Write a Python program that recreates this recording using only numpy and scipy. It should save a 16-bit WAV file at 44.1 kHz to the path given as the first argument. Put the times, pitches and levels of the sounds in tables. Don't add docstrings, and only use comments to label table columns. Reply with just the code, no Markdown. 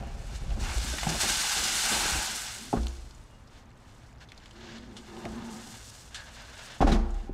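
import sys
import numpy as np
from scipy import signal
from scipy.fft import rfft, irfft
from scipy.io import wavfile
from scipy.ndimage import uniform_filter1d

SR = 44100
rng = np.random.default_rng(int(sys.argv[2]) if len(sys.argv) > 2 else 0)


def file_out(sig):
    cols = np.atleast_2d(sig).T
    lim = np.clip(cols, -1, 1)
    pcm = np.round(lim * 32767).astype(np.int16)
    wavfile.write(sys.argv[1], SR, pcm)


N = 323253
T = np.arange(N) / SR


def from_db(db):
    return 10 ** (np.asarray(db) / 20)


def rms_one(x):
    return x / np.sqrt(np.mean(x ** 2) + 1e-20)


def drift(rate):
    r = np.exp(-80 * np.pi * rate / SR)
    noise = rng.standard_normal(N // 40 + 2002)
    slow = signal.lfilter([1], [1, -2 * r, r * r], noise)[2000:]
    return np.interp(np.arange(N) / 40, np.arange(len(slow)), rms_one(slow))


def cut(x, hz, kind, order=2):
    return signal.sosfilt(signal.butter(order, np.clip(hz, 10, .45 * SR), kind, fs=SR, output="sos"), x)


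def colour(x, spectrum, size=8192):
    hz, db = np.transpose(spectrum)
    octave = np.log2(np.maximum(np.fft.rfftfreq(size, 1 / SR), 1))
    known = np.log2(hz)
    outside = np.abs(octave - np.clip(octave, known[0], known[-1]))
    level_db = np.interp(octave, known, db) - 24 * np.minimum(outside, 3)
    cepstrum = irfft(np.log(from_db(level_db)))
    cepstrum[1:size // 2] *= 2
    cepstrum[size // 2 + 1:] = 0
    response = irfft(np.exp(rfft(cepstrum)))
    return signal.oaconvolve(x, response / np.linalg.norm(response))[:N]


def ring(x, hz, t60):
    r = from_db(-60 / (t60 * SR))
    w = 2 * np.pi * hz / SR
    return signal.lfilter([0, np.sin(w)], [1, -2 * r * np.cos(w), r * r], x + 1e-18)


def resonance(x, hz, width_hz):
    r = np.exp(-np.pi * width_hz / SR)
    gain = np.sqrt((1 - r * r) / 2)
    poles = [1, -2 * r * np.cos(2 * np.pi * hz / SR), r * r]
    return signal.lfilter(gain * np.array([1, 0, -1]), poles, x + 1e-18)


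def grains(per_s, spread_db, clump_db):
    height_db = spread_db * np.minimum(rng.exponential(1, N), 4)
    sizes = from_db(height_db) * rng.choice([-1, 1], N)
    born = rng.random(N) < per_s / SR
    return rms_one(born * sizes / np.sqrt(per_s) * from_db(clump_db * drift(24.5)))


def strikes(times, db, way=1):
    out = np.zeros(N)
    out[np.clip((np.asarray(times) * SR).astype(int), 0, N - 1)] = from_db(db) * way
    return out


def dying(clicks, t60):
    return signal.lfilter([1], [1, -from_db(-60 / (t60 * SR))], clicks + 1e-18)


CONTACT_S = 0.0038


def contact(envelope):
    keep = np.exp(-1 / (CONTACT_S * SR))
    return signal.lfilter([1 - keep], [1, -keep], envelope)


def curve(rows, fade_db_per_s=200):
    s, db = np.transpose(rows)
    return np.interp(T, s, db) - fade_db_per_s * np.maximum(T - s[-1], 0)


def swell(start_s, length_s, skew=1.0, roundness=0.84):
    part = np.clip((T - start_s) / length_s, 0, 1)
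    inside = (part > 0) & (part < 1)
    out = np.zeros(N)
    out[inside] = np.abs(np.sin(np.pi * part[inside] ** skew)) ** roundness
    return out


def struck(modes, s, level_db):
    shape = (len(s), len(modes))
    strength_db = rng.normal(0, 1.2, shape)
    way = rng.choice([-1, 1], shape)
    out = np.zeros(N)
    for k, (hz, db, t60) in enumerate(modes):
        out += ring(strikes(s, level_db + db + strength_db[:, k], way[:, k]), hz, t60)
    return out


FLEX_SHARE, FLEX_PER_S = .022, 7


def flex(x):
    delay_s = FLEX_SHARE / (2 * np.pi * FLEX_PER_S) * drift(FLEX_PER_S)
    return np.interp(T + delay_s, T, x)


# pitch_hz, level_db (per Hz)
AIR_COLOUR = [(22, 3), (35, -3.5), (58, 4.5), (85, -6.5), (120, -11.5), (170, -13.5), (235, -9),
              (300, -15.5), (500, -18.5), (900, -18), (1640, -23.5), (2300, -29), (7000, -42), (15000, -54)]
AIR_DB = -52.5


def open_air():
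    air = colour(rng.standard_normal(N), AIR_COLOUR)
    hum = resonance(rng.standard_normal(N), 110.5, 18.3)
    return from_db(AIR_DB) * air + from_db(-57.0) * hum


BIRD_S, BIRD_LENGTH_S, BIRD_DB = 3.25, .16, -66
BIRD_HZ, BIRD_FALL_HZ_PER_S = 2890, 300


def bird():
    pitch = (BIRD_HZ - BIRD_FALL_HZ_PER_S * (T - BIRD_S)) * (1 + 0.0057 * drift(42))
    whistle = np.sin(2 * np.pi * np.cumsum(pitch) / SR)
    return from_db(BIRD_DB) * swell(BIRD_S, BIRD_LENGTH_S, skew=1.5) * whistle


# start_s, length_s, level_db
CLOD_SLIDES = [(0.627, 0.17, -42.5), (1.03, 0.16, -45.5), (1.23, 0.089, -56), (1.831, 0.56, -39.5)]


def clods():
    return sum(from_db(db) * swell(s, length, skew=0.5, roundness=1.0) for s, length, db in CLOD_SLIDES)


# time_s, level_db
DECK_SHAKE = [(0.0, -27.5), (0.25, -34.5), (0.54, -29.5), (1.32, -43), (1.34, -45.5), (2.08, -44.5),
              (2.14, -33), (2.39, -71), (2.6, -73)]
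# pitch_hz, level_db (per Hz)
RUMBLE_COLOUR = [(22, -5), (35, -2), (55, 1), (70, -2.5), (90, -14), (125, -14), (170, -22)]
# pitch_hz, level_db (per Hz)
RUB_COLOUR = [(65, -17), (110, -27), (166, 0.5), (224, 3), (269, -9.5), (312, -0.5), (521, -7), (559, -2.5),
              (600, -2.5), (780, -19), (1320, -120)]
# pitch_hz, level_db, fade_s (the fade counts only when they are struck)
RAIL_MODES = [(561, -7, 0.18), (696, -1, 0.063), (783, -2.5, 0.13), (945, -11, 0.058), (1083, -18, 0.28),
              (1290, -26, 0.029), (1440, -31, 0.035)]


def rolling():
    shake = from_db(curve(DECK_SHAKE))
    rub = from_db(-18) * shake + from_db(-16.5) * from_db(curve(LEAF_FLOW)) + from_db(-4.0) * clods()
    rumble_level = from_db(-2.0) * shake + from_db(-27) * clods()
    rumble = rumble_level * colour(grains(1800, spread_db=3.0, clump_db=4.0), RUMBLE_COLOUR)
    rubbing = colour(grains(1500, spread_db=1.0, clump_db=5.0) * rub, RUB_COLOUR)
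    jolts = grains(400, spread_db=-7.0, clump_db=-2.0)
    chatter = rms_one(sum(resonance(jolts, hz, hz / 22) * from_db(0.72 * db) for hz, db, _ in RAIL_MODES))
    return rumble + from_db(-4.0) * rubbing + from_db(-23.0) * shake * chatter


# pitch_hz, level_db, fade_s
BED_MODES = [(34.4, -5, 1.4), (39.95, -11.5, 2.3), (58, 3.5, 0.29), (63.07, -4, 0.84), (83.4, -14.5, 0.37),
             (115, -10.5, 0.57)]


def deck_boom(s, level_db, boom_hz):
    swing = np.zeros(N)
    for k, (hz, db, t60) in enumerate(BED_MODES):
        off_pitch_db = 14 * np.abs(np.log2(hz / boom_hz))
        swing += ring(strikes(s, level_db + db - off_pitch_db), hz, t60) * (-1) ** k
    return cut(swing, 110, "low")


# pitch_hz, level_db (per Hz)
THUMP_COLOUR = [(110, -7), (170, -10), (250, -6), (400, -9), (700, -29.5)]
THUMP_T60_S = .045


def thump(s, level_db):
    blow = strikes(s, level_db)
    shudder = rng.standard_normal(N) * contact(dying(blow, THUMP_T60_S))
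    return colour(from_db(14.0) * blow + from_db(-6.5) * shudder, THUMP_COLOUR)


# pitch_hz, level_db (per Hz)
PLANK_COLOUR = [(300, -1), (480, -3.5), (700, 6), (900, -0.5), (1400, -6), (2000, -17.5), (5000, -28)]


def clack(s, level_db):
    knock = strikes(s, level_db)
    rattle = dying(knock, 0.037) + from_db(-19.5) * dying(knock, 0.74) * from_db(1.1 * drift(40))
    planks = colour(rng.standard_normal(N) * contact(rattle), PLANK_COLOUR)
    return from_db(-4.0) * planks + struck(RAIL_MODES, s, level_db - 4.0)


# pitch_hz, level_db, fade_s
TUB_MODES = [(140, -1.5, 0.11), (193, -7, 0.24), (216.8, -4, 0.38), (227.8, -6, 0.36), (245.5, -9, 0.45),
             (288, -15, 0.45), (322, -15, 0.5), (344.1, -15, 0.74), (402, -14.5, 0.46), (453, -22, 0.8),
             (523, -22, 0.5), (795, -29, 1), (822, -28, 0.57), (930, -27, 0.24), (1030, -31, 0.4),
             (1945, -36, 0.8)]
# time_s, knock_db, deck_boom_db, boom_pitch_hz
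WHEEL_BUMPS = [(.01, -43, -50, 45), (0.069, -45, -45, 100), (0.422, -48, -24, 38), (0.51, -48, -24.5, 42.3),
               (.567, -38, -48, 110), (0.612, -40.5, -26.5, 57), (0.76, -62, -25, 58),
               (0.839, -38.5, -37, 59.7)]


def wheel_bumps():
    s, db, boom_db, boom_hz = np.transpose(WHEEL_BUMPS)
    knocks = thump(s, db) + struck(TUB_MODES, s, db) + from_db(-2.5) * clack(s, db)
    return deck_boom(s, boom_db, boom_hz) + knocks


# time_s, level_db, fade_s
DEBRIS_LANDINGS = [(6.811, -30, 0.056), (6.828, -43, 0.71), (6.868, -32.5, 0.17), (6.916, -34, 0.18)]


def debris():
    landing = contact(sum(dying(strikes([s], db), t60) for s, db, t60 in DEBRIS_LANDINGS))
    crunch = grains(14000, spread_db=2.0, clump_db=2.0) * landing
    return colour(crunch, [(1200, 7.0), (2500, 0.5), (4100, -1.5), (6500, -6.5), (9000, -15.0), (15000, -33.0)])


DROP_S, BUZZ_HZ, BUZZ_WIDTH_HZ, BUZZ_DB, BUZZ_T60_S = 6.824, 801, 30, -45, 2.3


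def frame_buzz():
    clicks = grains(900, spread_db=-4.0, clump_db=-5.0)
    chatter = resonance(resonance(clicks, BUZZ_HZ, 3 * BUZZ_WIDTH_HZ), BUZZ_HZ, BUZZ_WIDTH_HZ)
    return rms_one(chatter) * dying(strikes([DROP_S], BUZZ_DB), BUZZ_T60_S)


STEP_S, SOLE_LAG_S, WEIGHT_LAG_S = 2.7287, 0.0075, .039
SCUFF_S, SCUFF_LENGTH_S, SCUFF_HZ, SCUFF_WIDTH_HZ, SCUFF_DB = 2.76, 0.043, 1280, 520, -43


def footfall():
    heel, sole, weight = STEP_S, STEP_S + SOLE_LAG_S, STEP_S + WEIGHT_LAG_S
    planks = clack([heel], level_db=-24) + clack([sole], level_db=-29)
    shoe = cut(thump([heel], level_db=-25) + thump([sole], level_db=-14), 100, "high")
    bed = deck_boom([weight], level_db=-20.0, boom_hz=63.0)
    bed = bed + thump([weight], level_db=-23.0) + clack([weight], level_db=-35)
    tub = struck(TUB_MODES, [sole], level_db=-30.5) + struck(TUB_MODES, [weight], level_db=-31.5)
    grit = grains(2500, spread_db=1.0, clump_db=0.5)
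    for _ in range(2):
        grit = resonance(grit, SCUFF_HZ, SCUFF_WIDTH_HZ)
    scuff = from_db(SCUFF_DB) * swell(SCUFF_S, SCUFF_LENGTH_S, skew=0.37) * rms_one(grit)
    return planks + shoe + bed + scuff + tub


# start_s, length_s, crunch_db, hiss_db
LITTER_SWEEPS = [(3.5, 0.14, -57.5, -69), (3.756, 0.39, -64, -66.5), (4.197, 0.057, -52.5, -66),
                 (4.294, 0.71, -56.5, -68), (4.544, 0.32, -51.5, -77), (4.672, 0.13, -48, -73),
                 (4.877, 1, -53, -59), (5.42, 0.72, -54.5, -50), (6.072, 0.72, -49, -57.5),
                 (6.506, 0.33, -47, -55.5), (7.048, 0.25, -58, -64)]
# pitch_hz, level_db (per Hz)
CRUNCH_COLOUR = [(500, -1), (900, 1.5), (1350, -1), (1700, 6), (2050, -2.5), (2800, -0.5), (3800, -2),
                 (5000, -6), (7000, -10), (9500, -32), (15000, -39)]
# pitch_hz, level_db (per Hz)
HISS_COLOUR = [(3000, -6.5), (5500, -2.5), (7600, -2), (9300, -7), (10500, -14), (12500, -16), (15500, -25)]


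def litter():
    strokes = np.array([swell(s, length, skew=0.95, roundness=0.55) for s, length, _, _ in LITTER_SWEEPS])
    _, _, crunch_db, hiss_db = np.transpose(LITTER_SWEEPS)
    coarse, fine = (np.sqrt(from_db(db) ** 2 @ strokes ** 2) for db in (crunch_db, hiss_db))
    crunch = colour(grains(9000, spread_db=1.0, clump_db=2.0), CRUNCH_COLOUR)
    hiss = colour(grains(5100, spread_db=-6.0, clump_db=2.0), HISS_COLOUR)
    return coarse * crunch + fine * hiss


# time_s, scratch_db, squeal_db, fade_s (of the scratch)
RIM_SLIPS = [(4.967, -41, -73, 0.12), (6.145, -35, -48, 0.17), (6.53, -55, -54, .2)]


def rim_slips():
    scratch = colour(rng.standard_normal(N), [(900, 2.0), (2400, 1.5), (3300, 10.0), (5000, 3.5),
                                              (8000, 0.5), (10000, -10.5), (14000, -29)])
    squeal = resonance(resonance(rng.standard_normal(N), 1620, 240), 1670, 210)
    scratch_env = sum(dying(strikes([s], db), t60) for s, db, _, t60 in RIM_SLIPS)
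    squeal_env = sum(dying(strikes([s], db), 4.5 * t60) for s, _, db, t60 in RIM_SLIPS)
    return scratch * scratch_env + rms_one(squeal) * squeal_env


# start_s, length_s, pitch_hz (middle), level_db (middle)
SHORT_SQUEAKS = [(6.151, 0.067, 1680, -43.5), (6.915, .02, 4000, -34)]
SQUEAK_FALL, SQUEAK_WOBBLE = .015, .036


def squeaks():
    out = np.zeros(N)
    for s, length, hz, db in SHORT_SQUEAKS:
        gone = np.clip((T - s) / length, 0, 1)
        pitch = hz * (1 + SQUEAK_FALL * (.5 - gone) + SQUEAK_WOBBLE * drift(118))
        level = from_db(db + 5.4 * drift(90)) * swell(s, length, skew=0.65, roundness=0.59)
        out += level * np.sin(2 * np.pi * np.cumsum(pitch) / SR)
    return out


def stalk_ticks(per_s, count=16):
    flicks = grains(per_s, spread_db=2.5, clump_db=0.0)
    dealt = rng.integers(0, count, N)
    pitches = np.geomspace(1590, 7800, count)
    return rms_one(sum(resonance(flicks * (dealt == k), hz, hz / 13) for k, hz in enumerate(pitches)))


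# time_s, peak_db (before the last filters), pitch_hz, fade_s
TWIG_SNAPS = [(0.505, -35.5, 2600, .04), (0.984, -21, 1870, 0.028), (1.032, -21, 1330, 0.033),
              (1.091, -19.5, 5800, 0.045), (2.832, -33.5, 4340, .025), (2.869, -20, 3300, 0.0056),
              (2.883, -29, 7000, 0.013), (3.109, -38.5, 4560, 0.021), (3.147, -43, 7000, .025),
              (3.238, -48, 9000, .015), (3.474, -47, 4850, 0.035), (4.287, -42.5, 3400, 0.13),
              (4.319, -32.5, 2070, 0.018), (4.377, -37.5, 4080, 0.024), (4.458, -37.5, 2960, 0.025),
              (4.51, -39, 2870, 0.025), (4.783, -39, 3030, 0.036), (5.167, -38, 2600, .04),
              (5.203, -40, 1900, .04), (5.252, -29, 1280, 0.041), (7.106, -43, 7040, 0.037),
              (7.144, -40.5, 6900, .018)]
CRACK_DB, CRACK_T60_S = -6, .006
SPLINTER_DB, SPLINTER_T60_S, BOARD_HZ, BOARD_DB = -25, .11, 1020, -11
TREAD_FROM_S, TREAD_LENGTH_S, STALKS_PER_S, STALKS_DB = 3.05, 3.4, 130, -67.5


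def twigs():
    tread = swell(TREAD_FROM_S, TREAD_LENGTH_S, roundness=0.61)
    out = from_db(STALKS_DB) * tread * stalk_ticks(per_s=STALKS_PER_S)
    for s, db, hz, t60 in TWIG_SNAPS:
        start = int(s * SR)
        age = T[:min(N - start, SR // 8)]
        fade = from_db(-60 * age / t60) + from_db(SPLINTER_DB - 60 * age / SPLINTER_T60_S)
        burst = rng.standard_normal(len(age)) * fade
        tick = resonance(burst, hz, 1100) + from_db(BOARD_DB) * resonance(burst, BOARD_HZ, 320)
        tick = tick + rng.standard_normal(len(age)) * from_db(CRACK_DB - 60 * age / CRACK_T60_S)
        out[start:start + len(age)] += from_db(db) * tick / np.abs(tick).max()
    return cut(cut(out, 480, "high"), 8000, "low")


GRIP_S, GRIP_SHARE = .025, .65


def evened(x):
    power = uniform_filter1d(rms_one(x) ** 2, int(GRIP_S * SR))
    return rms_one(x / np.maximum(power, 1e-6) ** (GRIP_SHARE / 2))


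# start_s, length_s, drone_db, upper_drone_db, grit_db
RIM_PUSHES = [(2.572, 0.15, -46.5, -64, -75), (4.513, 0.28, -53, -50, -59),
              (4.615, 0.52, -45.5, -57.5, -64), (4.886, 0.16, -60, -51, -59), (5.07, 0.3, -45.5, -43, -50),
              (5.22, 0.45, -39, -50.5, -47.5), (5.578, 0.23, -49.5, -62, -59)]
# pitch_hz, width_hz, level_db
DRONE_MODES = [(222.6, 12.2, 27), (245, 11, -12)]
# pitch_hz, width_hz, level_db
UPPER_DRONE_MODES = [(345.3, 16, 32), (357, 4.2, -6), (410, 25, -25)]
# pitch_hz, width_hz, level_db
BOARD_MODES = [(794, 53, -2), (907, 50, 0), (1230, 19, -3), (1750, 55, -10)]
BOARD_MODES_DB = -3.5
# pitch_hz, level_db (per Hz)
GRIT_COLOUR = [(260, -32), (450, 17), (498, -20), (587, -5), (888, 10), (1110, 6), (1230, 5), (1350, -11),
               (1600, 1), (2080, -30), (3520, -120)]


def grinding():
    strokes = np.array([swell(s, length, skew=0.89, roundness=0.75) for s, length, *_ in RIM_PUSHES])
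    _, _, *levels_db = np.transpose(RIM_PUSHES)
    low, upper, grit = (np.sqrt(from_db(db) ** 2 @ strokes ** 2) for db in levels_db)
    slips = grains(1500, spread_db=1.5, clump_db=0.0)

    def sing(modes):
        return rms_one(sum(from_db(db) * resonance(slips, hz, width) for hz, width, db in modes))
    drone = low * evened(sing(DRONE_MODES)) + upper * evened(sing(UPPER_DRONE_MODES))
    tub = flex(cut(drone, 500, "low"))
    crunch = colour(grains(1800, spread_db=2.5, clump_db=1.0), GRIT_COLOUR)
    return tub + grit * (from_db(-3.0) * crunch + from_db(BOARD_MODES_DB) * sing(BOARD_MODES))


# time_s, level_db, pitch_hz
SLAP_HITS = [(1.0685, -18.5, 814), (2.7285, -20.5, 850), (2.7365, -18, 710), (5.259, -33, 686),
             (6.8245, -7.5, 746), (6.876, -19, 820)]
SLAP_RISE_S, SLAP_T60_S, SLAP_UPPER_RATIO, SLAP_UPPER_DB = .003, .024, 1.55, -17


def plank_slaps():
    def knock(s, db, hz):
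        click = strikes([s], db)
        return ring(click, hz, SLAP_T60_S) - ring(click, hz, SLAP_RISE_S * np.log(1000) / 2)
    out = np.zeros(N)
    for s, db, hz in SLAP_HITS:
        out += 2 * (knock(s, db, hz) + knock(s, db + SLAP_UPPER_DB, hz * SLAP_UPPER_RATIO))
    return out


# contact_hardness_db, tub_ring_db, thump_db
DECK_HITS = [(1.031, -47, 12.5, -2, -7), (1.068, -28, -2.5, -3, -7), (1.076, -39, -6, -5, -3),
             (1.101, -38, 6, -7, 7), (1.118, -39, 2, -10, -2), (1.146, -48, 13, -15, -2),
             (1.233, -31.5, -2, -25, 5), (1.25, -41, 2, 1, -3), (1.628, -42.5, -11, 1.5, 3),
             (1.901, -42.5, -3, 5, -3), (2.147, -48, 2, 3, -1), (5.245, -35.5, -3, -9, 1),
             (5.257, -30, -4.5, -19, 3), (5.309, -41.5, -11, 1, 2), (5.666, -46, -2, -8, 6),
             (6.806, -18, -1.5, -6.5, 5), (6.812, -24.5, 0, -9, 0), (6.821, -23, -0.5, -7, 6),
             (6.843, -24.5, -13, -3, 11), (6.869, -18, -6, -6, 0), (6.883, -29, -1, -5, -5),
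             (6.896, -27, -9, -3, 7), (6.92, -25.5, -12, 2, 7), (6.945, -23, -8, -8, -3),
             (6.993, -39, -8, -11, 11), (7.025, -40, -4, -3, 1), (7.226, -46, -9, 0, 6),
             (7.294, -34.5, -18, -14, 11)]
FULL_HIT_DB = -19
BOOM_DB, BOOM_FOLLOWS, BOOM_HZ, BOOM_DB_PER_OCTAVE = -14, 1.5, 44.5, 9
EMPTY_S, LOADED_HZ, LOADED_T60_S, LOADED_DB = 1.2, 162, 0.18, 4.5


def deck_hits():
    s, db, hardness_db, ring_db, thump_db = np.transpose(DECK_HITS)
    heavier_db = db - FULL_HIT_DB
    boom_hz = BOOM_HZ * 2 ** (-heavier_db / BOOM_DB_PER_OCTAVE)
    boom = deck_boom(s, BOOM_DB + BOOM_FOLLOWS * heavier_db, boom_hz)
    loaded = s < EMPTY_S
    thud = ring(strikes(s[loaded], db[loaded] + LOADED_DB), LOADED_HZ, LOADED_T60_S)
    tub = flex(struck(TUB_MODES, s, db + ring_db))
    return boom + thud + thump(s, db + thump_db) + tub + clack(s, db + hardness_db)


LATE_POUR_S, BRIGHTEN_DB_PER_S = 2.7, 0.77
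WALL_HZ, WALL_SINK_HZ_PER_S, WALL_WIDTH_HZ, WALL_DB = 1464, 130, 140, -11


def wall_rasp():
    pitch = WALL_HZ - WALL_SINK_HZ_PER_S * (T - LATE_POUR_S)
    wander = cut(rng.standard_normal((2, N)), WALL_WIDTH_HZ / 2, "low")
    phase = 2 * np.pi * np.cumsum(pitch) / SR
    return rms_one(wander[0] * np.cos(phase) + wander[1] * np.sin(phase))


# time_s, level_db
LEAF_FLOW = [(0.0, -58), (0.03, -60.5), (0.34, -52.5), (0.36, -46.5), (0.39, -55), (0.58, -54), (0.61, -43),
             (1.18, -35), (1.21, -29.5), (2.06, -30), (2.44, -38), (2.72, -48.5)]
FULL_FLOW_DB, TRICKLE_FADE_DB_PER_S = -30, 32.5
# start_s, length_s, flow_rise_db
LEAF_CLUMPS = [(0.628, .13, 0), (0.762, .2, 2), (1.091, 0.018, 4.5), (1.202, 0.025, 3), (1.272, 0.08, 1.5),
               (1.503, 0.034, 1), (1.932, 0.099, -0.1)]
# pitch_hz, level_db (per Hz)
RUSTLE_COLOUR = [(1100, -5.5), (1600, 2), (2200, -2.5), (3000, 1.5), (4200, 2.5), (6400, 0.5), (7800, -4),
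                 (9300, -13), (11000, -17), (15500, -45)]
# pitch_hz, level_db (per Hz)
FINE_COLOUR = [(5000, -5.5), (7500, 3.5), (9200, 0.5), (10700, -6.5), (12500, -9), (15500, -18)]
# pitch_hz, level_db (per Hz)
COMPOST_COLOUR = [(450, -7), (560, -10), (820, 6), (1000, 3), (1350, 0), (1590, 3.5), (1900, -4.5),
                  (2500, 2.5)]
FINE_DB, FINE_FOLLOWS = -33.5, 1.08
CRUMB_DB, CRUMB_FOLLOWS = -38.5, 0.93


def leaves():
    clumps_db = sum(db * swell(s, length) for s, length, db in LEAF_CLUMPS)
    rustle_db = curve(LEAF_FLOW, TRICKLE_FADE_DB_PER_S) + clumps_db
    rustle = from_db(rustle_db)
    flow_db = rustle_db - FULL_FLOW_DB
    fine = from_db(FINE_DB + FINE_FOLLOWS * flow_db + BRIGHTEN_DB_PER_S * (T - LATE_POUR_S))
    coarse = from_db(CRUMB_DB + CRUMB_FOLLOWS * flow_db)
    coarse = coarse + from_db(-1.0) * clods() + from_db(-30) * from_db(curve(DECK_SHAKE))
    per_s = 1500 + 12000 * rustle / rustle.max()
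    crackle = rms_one(grains(per_s, spread_db=1.5, clump_db=1.0) + from_db(-3.0) * rng.standard_normal(N))
    ticks = stalk_ticks(per_s=440)
    body = rustle * (from_db(-0.15) * colour(crackle, RUSTLE_COLOUR) + from_db(-14.0) * ticks)
    top = fine * colour(grains(per_s, spread_db=-1.0, clump_db=1.4), FINE_COLOUR)
    patter = grains(per_s, spread_db=0.5, clump_db=0.8)
    crumbs = coarse * (colour(patter, COMPOST_COLOUR) + from_db(WALL_DB) * wall_rasp())
    surge = from_db(0.5 * drift(17.0))
    return (body + top + crumbs) * surge


WALL_LAG_S = .001408
# lag_s, level_db
NEAR_ECHOES = [(.0079, -18), (0.0119, -17)]


def scene():
    near = leaves() + litter() + grinding() + twigs() + rim_slips() + squeaks()

    def late(lag_s):
        return np.pad(near, (round(lag_s * SR), 0))[:N]
    echoes = .2 * late(WALL_LAG_S) + sum(from_db(db) * late(lag) for lag, db in NEAR_ECHOES)
    blows = wheel_bumps() + footfall() + deck_hits() + plank_slaps() + frame_buzz() + debris()
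    mono = from_db(-1.29) * (near + echoes) + blows + rolling() + bird() + open_air()
    return np.array([mono, mono])


CUTOFF_HZ = 15500


def record(dry):
    low_pass = signal.ellip(10, .1, 80, CUTOFF_HZ, fs=SR, output="sos")
    return signal.sosfilt(low_pass, cut(dry, 8.8, "high"))


dry = scene()
out = record(dry)
file_out(out)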